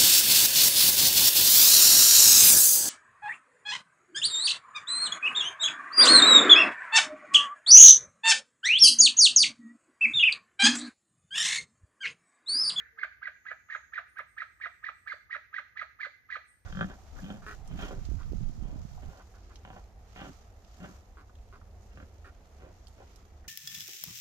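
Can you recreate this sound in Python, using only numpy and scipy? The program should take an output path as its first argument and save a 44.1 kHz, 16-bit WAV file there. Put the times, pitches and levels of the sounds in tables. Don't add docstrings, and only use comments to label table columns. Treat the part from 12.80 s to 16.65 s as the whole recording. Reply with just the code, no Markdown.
import sys
import numpy as np
from scipy import signal
from scipy.fft import rfft, irfft, next_fast_len
from scipy.io import wavfile
from scipy.ndimage import uniform_filter1d

SR = 44100
rng = np.random.default_rng(int(sys.argv[2]) if len(sys.argv) > 2 else 0)


def to_wav(s):
    ch = np.atleast_2d(s).T
    pcm = np.round(np.clip(ch, -1, 1) * 32767)
    wavfile.write(sys.argv[1], SR, pcm.astype(np.int16))


N = 169785
LEAD = 8820

# centre_hz, width_hz, level_db
THROAT = [(1240, 177, -5), (1672.4, 146, 6), (2020, 210, -0.5), (2297, 417, -8)]


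def from_db(db):
    return 10 ** (np.asarray(db) / 20)


def rms_one(x):
    return x / np.sqrt(np.mean(x ** 2) + 1e-20)


def at_hz(points, hz, order=1):
    return np.interp(np.log(hz + 1e-9), np.log(np.array(points)[:, 0]), np.array(points)[:, order])


def drift(rate_hz, size):
    settle = 4410
    r = np.exp(-2 * np.pi * rate_hz / SR)
    wander = signal.lfilter([1], [1, -2 * r, r * r], rng.standard_normal(size + settle))
    return rms_one(wander[settle:])


def resonate(x, hz, width_hz):
    r = np.exp(-np.pi * width_hz / SR)
    poles = [1, -2 * r * np.cos(2 * np.pi * hz / SR), r * r]
    return signal.lfilter([(1 - r * r) / 2, 0, (r * r - 1) / 2], poles, x)


def resonances(x, table):
    out = 0
    for k, (hz, width_hz, db) in enumerate(table):
        twice = resonate(resonate(x, hz, width_hz), hz, width_hz)
        out = out + (-1) ** k * from_db(db) * twice
    return out


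def eagle():
    # peak_s, rise_db, rise_hz, hold_start_s, hold_hz, hold_db, hold_end_db,
    # drop_s, upper_drop_db, lower_drop_db, cluck_s, cluck_db
    yelps = [(-0.05, -61, 1734, 0.024, 1978, -46, -32.5, 0.028, -20.5, -46, 0.036, -80.5),
             (0.1899, -34, 1681, 0.0269, 2105, -32.5, -41.5, 0.045, -17.5, -38.5, 0.058, -50.5),
             (0.4315, -32, 1660, 0.027, 1938, -30, -45.5, 0.043, -24, -40.5, 0.055, -55.5),
             (0.6674, -31.5, 1743, 0.022, 1975.0, -32.5, -50.5, 0.046, -33.5, -38.5, 0.051, -46.5),
             (0.9027, -32, 1774, 0.023, 1875.0, -31, -38, 0.046, -26.5, -32, 0.059, -51),
             (1.138, -33, 1759, 0.021, 1891, -32.5, -36.5, 0.041, -26, -29.5, 0.056, -47),
             (1.3732, -33.5, 1646, 0.015, 1856, -31.5, -54, 0.015, -43.5, -27.5, 0.032, -48.0),
             (1.5824, -31.5, 1803, 0.024, 1915, -27.5, -34.5, 0.036, -32.5, -32, 0.043, -54),
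             (1.8145, -33.5, 1787, 0.025, 1890, -29.5, -30.5, 0.042, -36, -30.5, 0.053, -46),
             (2.044, -30, 1773, 0.023, 1922, -31.5, -35, 0.041, -37, -29.5, 0.052, -53.5),
             (2.2772, -30.5, 1731, 0.0222, 2092, -32.5, -36, 0.043, -30, -31.5, 0.064, -52),
             (2.5111, -34, 1914, 0.0195, 1898, -26, -33.5, 0.036, -33, -31.5, 0.053, -47),
             (2.7432, -29.5, 1715, 0.024, 1917, -26.5, -44.5, 0.04, -28.5, -34.5, 0.057, -54.5),
             (2.9726, -31.5, 1815, 0.024, 1991, -28.5, -40.5, 0.04, -43, -28.5, 0.053, -46),
             (3.2058, -31.5, 1742, 0.027, 2020, -28, -31.5, 0.043, -33, -34.5, 0.063, -48.5),
             (3.505, -33, 1718, 0.022, 1964, -29.5, -37.5, 0.048, -40, -30.5, 0.065, -49.5)]
    drop_length_s = .0048
    out, size = np.zeros(N + LEAD), 6615
    t = np.arange(size) / SR - .03
    for s, rise, rise_hz, hold_s, hz, hold, end, drop_s, upper, lower, cluck_s, cluck in yelps:
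        low_s = drop_s + drop_length_s
        phase, level = whistle_arch(t, rise, rise_hz, hold_s, hz, hold, end, drop_s, upper, lower, low_s)
        voice = throat_voice(phase, level, s, hz)
        voice += cluck_and_croak(t, rise, low_s, cluck_s, cluck)
        at = LEAD + int((s + t[0]) * SR)
        out[at:at + size] += voice
    return out


def whistle_arch(t, rise, rise_hz, hold_s, hz, hold, end, drop_s, upper, lower, low_s):
    onset_s, onset_hz, onset_db = .014, 1230, -22
    crest_s, crest_hz, crest_db = 0.00897, 2327.8, -6
    upper_hz, lower_hz, drop_length_s = 1540, 1260, .0048
    hold_end_s, dip_db, dip_s = .008, -15, .0055
    dwell_s, dwell_hz = .003, 70
    wobble_share, flutter_db = .015, 2.0

    top_s, crest = min(crest_s, hold_s / 2), end + crest_db
    end_s = max(drop_s - hold_end_s, hold_s)
    # s, hz
    pitch = np.array([
        (-onset_s, onset_hz), (-onset_s / 2, onset_hz + dwell_hz),
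        (-dip_s, rise_hz - 3 * dwell_hz), (dwell_s, rise_hz + dwell_hz),
        (top_s, crest_hz), (top_s + dwell_s, crest_hz),
        (hold_s - dwell_s, hz), (end_s + dwell_s, hz),
        (drop_s - dwell_s / 2, upper_hz + dwell_hz), (drop_s + dwell_s / 2, upper_hz),
        (low_s, lower_hz), (low_s + 2 * dip_s, lower_hz - dwell_hz)])
    # s, db
    effort = np.array([
        (-onset_s - dip_s, rise - 45), (-onset_s, rise + onset_db), (-dip_s, rise + dip_db),
        (-dwell_s / 2, rise), (dwell_s / 2, rise),
        (top_s - dwell_s, crest + dip_db / 2), (top_s, crest),
        (hold_s - dip_s, hold + dip_db), (hold_s, hold),
        ((hold_s + end_s) / 2, (hold + end + dip_db) / 2), (end_s, end),
        (drop_s - drop_length_s, upper + dip_db), (drop_s, upper),
        (low_s, lower), (low_s + dip_s, lower + dip_db), (low_s + 3 * dip_s, lower - 50)])

    glide_hz = np.interp(t, np.maximum.accumulate(pitch[:, 0]), pitch[:, 1])
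    glide_hz = uniform_filter1d(glide_hz, size=60) * (1 + wobble_share * drift(300, len(t)))
    phase = 2 * np.pi * np.cumsum(glide_hz) / SR
    db = np.interp(t, np.maximum.accumulate(effort[:, 0]), effort[:, 1])
    db = db + flutter_db * drift(430, len(t))
    return phase, from_db(uniform_filter1d(db, size=60))


def throat_voice(phase, level, s, hold_hz):
    # multiple of the hold pitch, width_hz, level_db
    beak = [(1.65, 1240, -24), (2.1, 794, -23.5), (3.0, 1480, -39)]
    # s, level_db
    brightness = [(0, -3.5), (2.8, 4), (3.5, 5.5)]
    overtone_db, ring_db, rasp_db = -26.5, -8, 9
    rasp_lag_s = 0.01

    whistle = level * np.sin(phase)
    lag = np.exp(-1 / (rasp_lag_s * SR))
    breath = signal.lfilter([1 - lag], [1, -lag], level)
    air = breath * rng.standard_normal(len(level))
    octave = (level / 2 + breath * drift(440, len(level))) * np.sin(2 * phase)
    voice = whistle + from_db(overtone_db) * octave + from_db(ring_db) * resonances(whistle, THROAT)
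    beak_hz = [(k * hold_hz, width_hz, db) for k, width_hz, db in beak]
    bright = from_db(np.interp(s, *np.transpose(brightness)))
    rasp = resonances(air, THROAT) + bright * resonances(air, beak_hz)
    return voice + from_db(rasp_db) * rasp


def cluck_and_croak(t, rise, low_s, cluck_s, cluck):
    # centre_hz, width_hz, level_db
    chest = (910, 330, -13)
    cluck_hz, cluck_length_s, fall_per_s, wobble = 640, .0047, 13, .13
    grain_db = 1.5
    chop_db, chop_s, chop_spread_db = 33.5, 0.01, 4.5
    croak_db, croak_s, onset_s = 4.5, 0.0067, .014

    bend = np.clip(fall_per_s * (cluck_s - t), -.4, .05) + wobble * drift(230, len(t))
    phase = 2 * np.pi * np.cumsum(cluck_hz * np.exp(bend)) / SR
    swell = np.exp(-.5 * ((t - cluck_s) / cluck_length_s) ** 2)
    tone = from_db(cluck + grain_db * drift(140, len(t))) * swell * np.sin(phase)

    pulses = np.diff(phase // (2 * np.pi), prepend=0) > 0
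    pulses = pulses * from_db(chop_spread_db * rng.standard_normal(len(t)))
    chop = from_db(cluck + chop_db) * np.exp(-.5 * ((t - (low_s + cluck_s) / 2) / chop_s) ** 2)
    croak = from_db(rise + croak_db) * np.exp(-.5 * ((t + onset_s / 2) / croak_s) ** 2)
    body = [(hz, 2 * width_hz, db) for hz, width_hz, db in THROAT + [chest]]
    return tone + resonances(pulses * (chop + croak), body)


def ports(x):
    # hz, left_minus_right_db, left_lead_rad
    port_rows = [(595, -3.5, 0.24), (1460, -9.5, 0.67), (2250, -2.5, 1.8963), (3980, -2.5, 1.5)]
    size = next_fast_len(len(x))
    hz = np.arange(size // 2 + 1) * SR / size
    half = from_db(at_hz(port_rows, hz) / 2) * np.exp(.5j * at_hz(port_rows, hz, order=2))
    even = np.sqrt(2 / (abs(half) ** 2 + abs(half) ** -2))
    spectrum = rfft(x, size) * even
    return np.array([irfft(spectrum * h, size)[:len(x)] for h in (half, 1 / half)])


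def woods(x):
    # hz, t60_s, level_db
    scatter = [(417, 0.12, -17), (805, 0.21, 0), (1390, 0.36, -17.5), (1876, 0.94, -16),
               (2700, 0.44, -11.5), (4230, 0.42, -9.5), (6100, 0.66, -3.5)]
    build_s, early_db, early_s = .018, 5, .025
    lumps_db, pan_db = 3, -2
    t = np.arange(SR) / SR
    edges, tail = 350 * 2 ** np.arange(0, 4.6, .5), 0
    for low, high in zip(edges, edges[1:]):
        hz = np.sqrt(low * high)
        band = signal.butter(2, [low, high], "band", fs=SR, output="sos")
        noise = signal.sosfilt(band, rng.standard_normal((2, SR)))
        t60 = at_hz(scatter, hz)
        decay_db = -60 * t / t60 + early_db * np.exp(-t / early_s) + lumps_db * drift(45, SR)
        shape = from_db(decay_db) * np.clip(t / build_s, 0, 1)
        level = from_db(at_hz(scatter, hz, order=2)) * np.sqrt(14 / (t60 * SR))
        tail = tail + noise * shape * level
    echoes = signal.fftconvolve(x[None], tail, axes=1)[:, :len(x)]
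    return echoes * from_db([[pan_db / 2], [-pan_db / 2]])


def small_birds():
    # s, pitch_hz, level_db
    lisps = [
        [(1.25, 8600, -100), (1.3, 8900, -74), (1.33, 9500, -80.5), (1.44, 9100, -86)],
        [(1.46, 8050, -88), (1.5, 8570, -76.5), (1.65, 8300, -86), (1.75, 8150, -81), (1.86, 8100, -86),
         (1.95, 8000, -78.5), (2.08, 8100, -91)],
        [(2.12, 7600, -87), (2.19, 8250, -76), (2.45, 8100, -92.5)],
        [(3.63, 8550, -101), (3.688, 8650, -66.5), (3.85, 8700, -82.5)],
    ]
    # s, level_db
    trill = [(0, -85), (0.449, -103), (.55, -79.5), (.9, -78.5), (0.969, -69), (1.251, -88), (3.85, -96)]
    trill_hz = 6550
    out = sum(blurred_note(rows, width_hz=400) for rows in lisps)
    return out + blurred_note([(s, trill_hz, db) for s, db in trill], width_hz=320)


def blurred_note(rows, width_hz):
    s, hz, db = np.transpose(rows)
    t = np.arange(N) / SR
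    carrier = np.exp(2j * np.pi * np.cumsum(np.interp(t, s, hz)) / SR)
    blur = np.array([drift(width_hz, N) + 1j * drift(width_hz, N) for _ in range(2)])
    return from_db(np.interp(t, s, db, left=-200, right=-200)) * np.real(carrier * blur)


def dove():
    # s, pitch_hz, rms_db
    coos = [(0, 483, -73.5), (.1, 445, -96), (0.139, 460, -75.5), (0.231, 428, -73.5)]
    s, hz, db = np.transpose(coos)
    t = np.arange(N) / SR
    tone = np.sqrt(2) * np.sin(2 * np.pi * np.cumsum(np.interp(t, s, hz)) / SR)
    return from_db(np.interp(t, s, db, right=-200)) * tone


def fence_drop():
    tick_s, tick_db = 1.388, -48
    out, at = np.zeros(N), int(tick_s * SR)
    out[at:at + 40] = from_db(tick_db) * rng.standard_normal(40) * np.exp(-np.arange(40) / 8)
    return out


def rumble_and_hiss():
    # hz, relative level in dB per Hz
    spectrum_rows = [(25, -32.5), (45, -7.5), (60, 2.5), (85, 1.5), (125, -7.5), (200, -14.5), (800, -22),
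                     (3000, -31), (6500, -30.5), (7600, -50), (11000, -33), (15000, -31)]
    # hz, correlation (0 to 1)
    alike_rows = [(40, 1), (130, 0.1), (500, 0.36), (8000, 0)]
    floor_db = -71
    hz = np.arange(N // 2 + 1) * SR / N
    mid, side = rfft(rng.standard_normal((2, N))) * from_db(at_hz(spectrum_rows, hz))
    alike = np.clip(at_hz(alike_rows, hz), 0, 1)
    stereo = np.sqrt(1 + alike) * mid + np.sqrt(1 - alike) * side * [[1], [-1]]
    return from_db(floor_db) * rms_one(irfft(stereo, N))


def scene():
    turn_db_per_s = -0.27
    bird = eagle()
    turn = from_db(turn_db_per_s / 2 * np.arange(N) / SR * [[1], [-1]])
    out = turn * (ports(bird) + woods(bird))[:, LEAD:]
    return out + small_birds() + dove() + fence_drop() + rumble_and_hiss()


def record(dry):
    cutoff_hz = 15250
    return signal.sosfilt(signal.ellip(12, .5, 50, cutoff_hz, fs=SR, output="sos"), dry)


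dry = scene()
out = record(dry)
to_wav(out)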